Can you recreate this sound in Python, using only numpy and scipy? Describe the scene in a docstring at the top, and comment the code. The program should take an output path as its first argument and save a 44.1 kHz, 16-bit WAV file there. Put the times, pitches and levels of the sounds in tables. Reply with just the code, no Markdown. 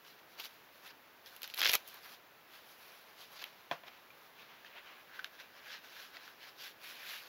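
"""Hooks snap singly, then in a dense tear, as a hand undoes a fabric wrist brace in a quiet room.
A small microphone close by also hears straps and skin rubbing the cloth, a strap slapping the desk and
a stiff splint clicking. Snaps are noise bursts through resonances, rubbing is filtered random ticks,
and slaps and clicks are damped sines. Hiss lies beneath; an echo in the microphone housing cuts a notch."""
import sys
import numpy as np
from scipy import signal
from scipy.fft import rfft, irfft
from scipy.io import wavfile
from scipy.ndimage import uniform_filter1d

SR = 44100
rng = np.random.default_rng(int(sys.argv[2]) if len(sys.argv) > 2 else 0)


def dump(signal):
    """Clip the signal to [-1, 1] and save it as 16-bit WAV at the path in sys.argv[1]."""
    limited = np.clip(np.atleast_2d(signal).T, -1, 1)
    pcm = np.round(limited * 32767).astype(np.int16)
    wavfile.write(sys.argv[1], SR, pcm)


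N = 321048  # samples, about 7.3 s

# Hooks letting go: t/s, level/dB, centre f/Hz, treble against body/dB
HOOK_SNAPS = [(0.389, -51, 3020, -11), (0.3983, -42.5, 2790, -3), (0.4025, -43.5, 3120, -3),
              (0.4092, -47, 3800, -17), (0.4404, -46, 3530, -11), (0.448, -44, 3430, -10),
              (0.4549, -41, 3900, -12), (0.464, -55, 2410, -12), (1.261, -47, 3440, -11),
              (1.3644, -52, 2760, 7), (1.419, -43.5, 3040, 1), (1.4317, -37.5, 3960, 1.5),
              (1.4417, -37.5, 3360, -25), (1.4466, -42, 2860, -23), (1.4767, -45.5, 3000, 2),
              (1.5, -44.5, 3160, -10), (1.5394, -38.5, 3060, -16), (1.544, -38.5, 3380, 0.5),
              (1.559, -51, 3280, 0), (1.571, -47, 2740, 4), (1.5771, -35.5, 3170, -19),
              (1.588, -38, 2840, 2), (1.593, -32, 3300, -11), (1.5953, -35, 3800, -2),
              (1.606, -29, 3550, -23), (1.6162, -30, 3020, -12), (1.6168, -25, 2600, -6.5),
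              (1.6286, -28, 2400, -18), (1.6323, -28, 3130, -16), (1.637, -28, 2430, -30),
              (1.647, -28, 3030, -7), (1.648, -26, 3400, -15), (1.6547, -26, 3300, -14),
              (1.6575, -23, 2300, -21), (1.6648, -22.5, 3630, -21), (1.6748, -25, 3420, -11),
              (1.68, -35, 3460, -18), (1.6877, -27, 3800, -12), (1.6942, -24, 3200, -2),
              (1.6967, -23.5, 3530, -27), (1.7, -33, 3170, -11), (1.709, -31, 2900, -14),
              (1.7152, -37, 3000, 0), (1.717, -33, 2640, 4), (1.727, -33, 3000, -3),
              (1.7336, -23.5, 4600, -9), (1.7389, -30, 2940, 7), (1.738, -26.5, 2520, 5),
              (1.7468, -31, 3000, -8), (1.7526, -37, 2870, 18), (1.7542, -28, 2740, -11),
              (1.8776, -56, 2960, 13), (1.8866, -57, 3370, 12), (1.943, -57.5, 3000, 11),
              (3.4403, -36, 2460, -7)]
# The strap tearing free: t/s, level/dB, fizz against level/dB, low rustle against level/dB
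TEAR = [(1.55, -65, 5, -12), (1.591, -40.5, 1, -12), (1.62, -43, -12, -7), (1.66, -36.5, -12, -49),
        (1.7, -38.5, -2, -10.5), (1.725, -46.5, 2, -5), (1.74, -36, 1, -9), (1.754, -33, -3, -3),
        (1.77, -50, 2, -7), (1.78, -57, 6, -11)]
# Strokes of strap and skin over the cloth: loudest t/s, rise t/s, fall t/s, level/dB,
# then against level: fizz/dB, low rustle/dB; last, brightness tilt/dB
STROKES = [(.075, .04, 0.092, -61.5, -3, -10, 10), (.192, 0.013, .015, -62, -11, -13, 2),
           (.34, 0.065, 0.04, -63.5, -2, -11, 6), (.4, 0.018, 0.032, -50.5, -4, -4, 15),
           (.455, 0.044, 0.027, -53.5, 2, -11, 15), (.53, 0.098, 0.1, -63, -3, -10, 3),
           (.652, .03, .02, -70, 0., -13, 4), (.76, 0.061, 0.057, -69.5, 4, -11, 17),
           (.872, 0.046, 0.031, -53.5, -3, -12, 1), (.906, 0.014, 0.015, -54, -17, -16, -2),
           (1.269, 0.013, 0.035, -56.5, -2, -13, 8), (1.36, 0.09, 0.064, -62.5, 2, -2, 7),
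           (1.445, 0.02, 0.022, -50.5, -1, -13, 8), (1.51, 0.072, 0.042, -57, -3, -15, 5),
           (1.79, 0.035, 0.058, -59, -2, -2, 2), (1.884, 0.028, 0.062, -58.5, 3, -11, 11),
           (1.97, 0.14, 0.044, -58, -4, -7, 4), (2.058, .05, 0.051, -54, -3, -14, 1),
           (2.132, 0.058, 0.035, -57.5, 0, -3, 10), (2.55, 0.054, 0.082, -57.5, -2, -9, 2.5),
           (2.71, 0.072, .05, -63.5, 5, -5, 11), (2.82, 0.071, 0.28, -62, 1.5, -5, 2),
           (2.95, 0.18, 0.12, -63, -5, -3.5, 3), (3.09, 0.049, 0.087, -65, -11, -3, -1),
           (3.21, .04, 0.068, -53.5, -4.5, -7.5, 6.5), (3.33, 0.036, .04, -59, 0, -4, 0),
           (3.37, 0.024, 0.022, -52.5, -10, -11, 4), (3.393, .006, .03, -50, -13, -12, 2),
           (3.425, 0.022, .012, -47, -12, -6, 4), (3.46, 0.03, 0.065, -56, -8, -7, 2),
           (3.6, 0.096, 0.1, -66, -6, -3, 6), (3.76, 0.094, 0.084, -64, -24, -3, -8),
           (3.88, 0.022, 0.019, -52.5, -26, -5, -4), (3.95, 0.082, 0.096, -61.5, -24, -9, -5),
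           (4.26, 0.24, 0.054, -67.5, -3, 2, -2), (4.41, 0.068, 0.057, -57, -15, -7, -6),
           (4.5, .04, 0.21, -60.5, -26, -9, -10), (4.665, 0.025, .04, -56.5, -20, -12, -7),
           (4.78, 0.049, 0.026, -55, -37, -7, -22.5), (4.874, 0.07, 0.16, -57, -26, -8.5, -9.5),
           (5.014, 0.044, .02, -63, -5, -10, -9), (5.165, 0.067, 0.082, -56, -12, -7, -6),
           (5.265, .04, 0.019, -58, -8, -9, -7), (5.35, 0.044, 0.056, -61, -7, -14, 0),
           (5.405, 0.019, .025, -51, -12, -14, 0.), (5.45, .04, 0.061, -63.5, -15, -10, -7),
           (5.575, 0.054, 0.09, -59.5, -21, -4, -2), (5.675, 0.032, 0.045, -56.5, -4, -25, -7),
           (5.735, 0.069, 0.049, -46, -15, -39, 0), (5.85, 0.026, 0.056, -56.5, -12, -7, 2),
           (6.01, 0.13, 0.097, -52, -6.5, -14, 4), (6.15, 0.024, 0.063, -55.5, -15, -5, 1),
           (6.265, 0.11, 0.081, -56.5, -9, -9.5, 4.5), (6.435, 0.042, 0.065, -53.5, -9, -19, 1),
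           (6.49, 0.054, 0.033, -58, -8, -9, 7.5), (6.616, .04, 0.068, -51, -5, -14, 10),
           (6.665, 0.063, 0.045, -50, -4, -17, 3), (6.84, 0.021, 0.05, -53, -3, -23, 3),
           (6.89, 0.058, 0.083, -48.5, -4, -23, 0.5), (7.01, 0.15, 0.067, -55, -19, -12, -4),
           (7.12, 0.12, 0.12, -44, -5.5, -38, 0), (7.27, .06, .06, -61, -6, -4, 0.)]
# Spectrum of the rubbed cloth, also used for the room tail: f/Hz, level/dB
CLOTH_SPECTRUM = [(200, -36), (500, -13), (1200, -8.5), (1600, -5.5), (2400, 2.5), (4000, 1), (6000, -2.5),
                  (8000, -13), (9500, -30)]
# Spectrum of the high fizz of the fibres: f/Hz, level/dB
FIZZ_SPECTRUM = [(5000, -34), (8000, -4.5), (11000, -4), (14000, -8.5), (16000, -16.5)]
# Spectrum of the low rustle of the cloth: f/Hz, level/dB
RUSTLE_SPECTRUM = [(100, -33), (250, -16.5), (400, -7), (600, -4), (1000, 0.5), (1500, -3.5), (2500, -17.5)]
# The brace turns its opening to the microphone: t/s, hollow sound against level/dB
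HOLLOW_TURNS = [(0.0, -11.5), (2.9, -14), (3.3, -23), (4.6, -26), (5.1, -2), (5.5, -7.5), (6.1, -7),
                (6.7, -9.5), (7.28, -16.5)]
# Strap landing on the desk: t/s, level/dB, cloth settling against the desk's peak/dB
STRAP_SLAPS = [(3.7128, -16.5, -18.5), (3.8358, -37, -19)]
# Ringing modes of the desk: f/Hz, level/dB, t60/s
DESK_MODES = [(156, -14, 0.13), (285, -51, 0.066), (690, -2.5, 0.028), (1014, -0.5, 0.018),
              (1890, -0.5, 0.011), (2440, -5, 0.012), (3270, 6, 0.0036), (5500, -25, .004)]
# Spectrum of the cloth settling on the desk: f/Hz, level/dB
SETTLE_SPECTRUM = [(100, -21), (420, -7), (620, 1), (1100, 0.5), (2000, -3.5), (4000, -11.5), (7000, -16),
                   (12000, -26), (16000, -32)]
# Splint and buckle clicks: t/s, level/dB, ring f/Hz, ring t60/s, sharp tick against ring/dB
SPLINT_CLICKS = [(0.0483, -50.5, 1620, .016, -8), (3.5306, -53.5, 2400, .013, -6),
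                 (4.1036, -47.5, 2390, 0.033, -20), (4.6475, -41.5, 1760, .02, -19),
                 (5.1926, -27, 1510, 0.012, -25), (5.1966, -35, 1590, 0.016, -19),
                 (5.2443, -27.5, 1604, 0.011, -11.5), (6.1684, -33.5, 2260, 0.0057, -27),
                 (6.1699, -37, 1980, 0.0075, -15), (6.2783, -38, 1490, .011, -16)]
# The strap jerks free and pushes air: t/s, level/dB, f/Hz
AIR_TUGS = [(1.694, -44, 230), (1.753, -44, 230)]
# Spectrum of the room and microphone hiss: f/Hz, level/dB
AIR_SPECTRUM = [(30, -22), (120, -7.5), (473, -0.5), (1630, -1), (3580, -7), (5310, -9.5), (7090, -9.5),
                (10000, -10.5), (12000, -12), (14800, -11.5), (16000, -9)]

STROKE_DROP_DB, STROKE_ROUND = 11, 1.3  # level lost one rise or fall from the peak; roundness of the top
TEAR_TILT_DB = 6  # brightness of the tear
IDLE_DB, IDLE_FIZZ_DB, IDLE_LOW_DB = -76.5, -3.5, -7  # the cloth never rests fully
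HOLLOW_HZ, HOLLOW_WIDTH_HZ = 1604, 220
PATCH_DB = 1.5  # rms spread of the wandering colour of the rubbing
ROOM_DB, AIR_DB = -19.5, -59  # room tail against the hits; rms of the hiss
PREAMP_DB = -89.5  # flat hiss behind the microphone, before the band limit
NOTCH_HZ, NOTCH_SHARE = 8480, .985  # housing notch; echo strength against the direct sound
EDGE_HZ = 15820  # upper band limit


def snaps():
    """Each hook is a sharp crack, a second crack off the desk, and the strap buzzing after it."""
    out, t = np.zeros(N), np.arange(1500) / SR
    crack = decay(t, t60=.005)
    desk_crack = .45 * np.roll(crack, round(.0014 * SR))
    buzz = .1 * decay(t, t60=.03) * np.minimum(t / .001, 1)
    shape = crack + desk_crack + buzz
    treble_band = signal.butter(2, [6000, 13800], "band", fs=SR)
    strong = slice(0, 170)  # levels are set over this first part
    for s, db, hz, treble_db in HOOK_SNAPS:
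        burst = shape * rng.standard_normal(len(t))
        burst[0] = 3.5  # the hook's first jump
        body = resonate(resonate(burst, hz, 1.2 * hz), hz, 6000)
        strap = resonate(burst, 580, 280)  # the whole strap flexes a little
        body = above(body, hz=1360) + 0.085 * body.std() / strap.std() * strap
        treble = signal.lfilter(*treble_band, burst)
        body = body / body[strong].std()
        treble = gain_of(treble_db) * treble / treble[strong].std()
        add(out, s, gain_of(db) * (body + treble))
    return out


def rub():
    """Fibres catch and slip in dense random ticks, swelling and thinning in clumps."""
    level, dull_gain, bright_gain, fizz_gain, low_gain = effort()
    tick_sizes = gain_of(1.9 * np.minimum(rng.exponential(1, N), 5)) * rng.standard_normal(N)
    ticks = tick_sizes * (rng.random(N) < .4)
    clumps = gain_of(0.59 * evened(uniform_filter1d(rng.standard_normal(N), size=250)))
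    fibres = evened(ticks * clumps)

    hollow_db = np.interp(np.arange(N) / SR, *np.transpose(HOLLOW_TURNS))
    hollow = evened(resonate(fibres, HOLLOW_HZ, HOLLOW_WIDTH_HZ)) * gain_of(hollow_db)
    cloth = colour(fibres, CLOTH_SPECTRUM)
    dull = signal.filtfilt(*signal.butter(2, 3000, fs=SR), cloth)
    bright = cloth - dull
    body = dull_gain * dull + bright_gain * bright + level * hollow
    rustle = low_gain * colour(fibres, RUSTLE_SPECTRUM)
    fizz = fizz_gain * colour(fibres, FIZZ_SPECTRUM)
    return patchy(body + rustle + fizz)


def effort():
    """Amplitudes of whole, dull, bright, fizz and rustle; strokes, tear and idle add in power."""
    t = np.arange(0, N / SR + .002, .001)
    steady = np.zeros_like(t)
    s, rise, fall, db, fizz_db, low_db, tilt_db = np.transpose(STROKES)[:, :, None]
    before = (s - t) / np.maximum(rise, .003)
    after = (t - s) / np.maximum(fall, .003)
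    away = np.where(t < s, before, after)
    stroke_db = db - STROKE_DROP_DB * away ** STROKE_ROUND

    at, *tear = np.transpose(TEAR)
    tear_db, tear_fizz_db, tear_low_db = (np.interp(t, at, column) for column in tear)
    tear_db[(t < at[0]) | (t > at[-1])] = -200  # inaudible outside the tear

    level = np.vstack([stroke_db, tear_db, IDLE_DB + steady])
    fizz = np.vstack([fizz_db + steady, tear_fizz_db, IDLE_FIZZ_DB + steady])
    low = np.vstack([low_db + steady, tear_low_db, IDLE_LOW_DB + steady])
    tilt = np.vstack([tilt_db + steady, TEAR_TILT_DB + steady, steady])
    parts = (0, -tilt / 2, tilt / 2, fizz, low)
    powers = [(gain_of(level + part) ** 2).sum(0) for part in parts]
    return [np.interp(np.arange(N) / SR, t, np.sqrt(power)) for power in powers]


def patchy(x):
    """The colour of the rubbing wanders in random gain patches of about 700 Hz by 30 ms."""
    z = signal.stft(x, nperseg=256, noverlap=192)[2]
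    field = rng.standard_normal(z.shape[::-1]).T
    for _ in range(2):
        field = uniform_filter1d(field, size=3, axis=0)  # across frequency
        field = uniform_filter1d(field, size=15, axis=1)  # along time
    return signal.istft(z * gain_of(PATCH_DB * evened(field)), nperseg=256, noverlap=192)[1][:N]


def slaps():
    """The strap tip lands, then its length a moment later; the desk rings while the cloth settles."""
    out, t = np.zeros(N), np.arange(6000) / SR
    desk = sum(gain_of(db) * decay(t, t60) * np.sin(2 * np.pi * hz * t) for hz, db, t60 in DESK_MODES)
    ring = .8 * desk + np.roll(desk, round(.0012 * SR))  # tip, then length
    ring = ring / abs(ring).max()
    settling = decay(t, t60=0.14) * np.minimum(t / 0.0049, 1)
    for s, db, cloth_db in STRAP_SLAPS:
        cloth = colour(rng.standard_normal(len(t)), SETTLE_SPECTRUM) * settling
        add(out, s, gain_of(db) * (ring + gain_of(cloth_db) * cloth))
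    return out


def clicks():
    """Splint and buckle: a short damped ring started by a sharp tick."""
    out, t = np.zeros(N), np.arange(2500) / SR
    shape = decay(t, t60=0.0053) + 0.18 * decay(t, t60=0.032)
    for s, db, hz, t60, tick_db in SPLINT_CLICKS:
        ring = decay(t, t60) * np.sin(2 * np.pi * hz * t)
        jolt = rng.standard_normal(len(t)) * shape
        jolt[0] = 1.6
        tick = resonate(resonate(jolt, 2300, 2700), 2700, 15300)
        add(out, s, gain_of(db) * above(ring + gain_of(tick_db) * tick, hz=1250))
    return out


def tugs():
    """The jerked strap gives one quick push of air and a slower, weaker pull back."""
    out = np.zeros(N)
    for s, db, hz in AIR_TUGS:
        u = np.arange(3000) * 2 * np.pi * hz / SR
        push, pull = np.exp(-u), 0.071 * np.exp(-u / 2.9)
        add(out, s, gain_of(db) * np.e * u * (push - pull))
    return out


def room_tail(hits):
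    """The quiet room answers the hits with a short tail of decaying noise."""
    t = np.arange(6000) / SR
    tail = colour(rng.standard_normal(len(t)), CLOTH_SPECTRUM)
    tail = tail * decay(t, t60=.12) * np.minimum(t / .006, 1)
    return gain_of(ROOM_DB) * signal.fftconvolve(hits, tail / np.linalg.norm(tail))[:N]


def air():
    """Steady room and microphone hiss: noise filtered to its spectrum."""
    return gain_of(AIR_DB) * colour(rng.standard_normal(N), AIR_SPECTRUM)


def gain_of(db):
    """dB to amplitude."""
    return 10 ** (np.asarray(db) / 20)


def decay(t, t60):
    """Exponential decay, 60 dB down after t60 seconds."""
    return gain_of(-60 * t / t60)


def evened(x):
    """Scales to rms 1."""
    return x / np.sqrt(np.mean(x ** 2) + 1e-20)


def colour(x, spectrum):
    """Filters by a spectrum of f/Hz, level/dB, then scales to rms 1."""
    hz = np.fft.rfftfreq(len(x), 1 / SR)
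    f, db = np.transpose(spectrum)
    gain = gain_of(np.interp(np.log(hz + 1), np.log(f), db))
    return evened(irfft(rfft(x) * gain, len(x)))


def resonate(x, hz, width):
    """Two-pole resonance; width in Hz sets its damping."""
    r = np.exp(-np.pi * width / SR)
    return signal.lfilter([1, 0, -r], [1, -2 * r * np.cos(2 * np.pi * hz / SR), r * r], x)


def above(x, hz):
    """Steep high-pass."""
    return signal.sosfilt(signal.butter(4, hz, "high", fs=SR, output="sos"), x)


def add(mix, s, sound):
    """Mixes a sound in at time s in seconds."""
    part = mix[round(s * SR):][:len(sound)]
    part += sound[:len(part)]


def scene():
    """All sources, a short room tail on the hits, and the steady hiss."""
    # small sources carry no bass
    hits = above(snaps() + clicks(), hz=305) + above(slaps(), hz=202) + tugs()
    return (hits + rub() + room_tail(hits) + air())[None]


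def record(dry):
    """The housing echo arrives half a period late at the notch; preamp hiss and band limit follow."""
    hz = np.fft.rfftfreq(N, 1 / SR)
    echo = (1 + NOTCH_SHARE * np.exp(-1j * np.pi * hz / NOTCH_HZ)) / (1 + NOTCH_SHARE)
    heard = irfft(rfft(dry) * echo, N) + gain_of(PREAMP_DB) * rng.standard_normal(N)
    band_limit = signal.firwin(511, EDGE_HZ, window=("kaiser", 9), fs=SR)
    return signal.oaconvolve(heard, band_limit[None], "same")


dry = scene()
out = record(dry)
dump(out)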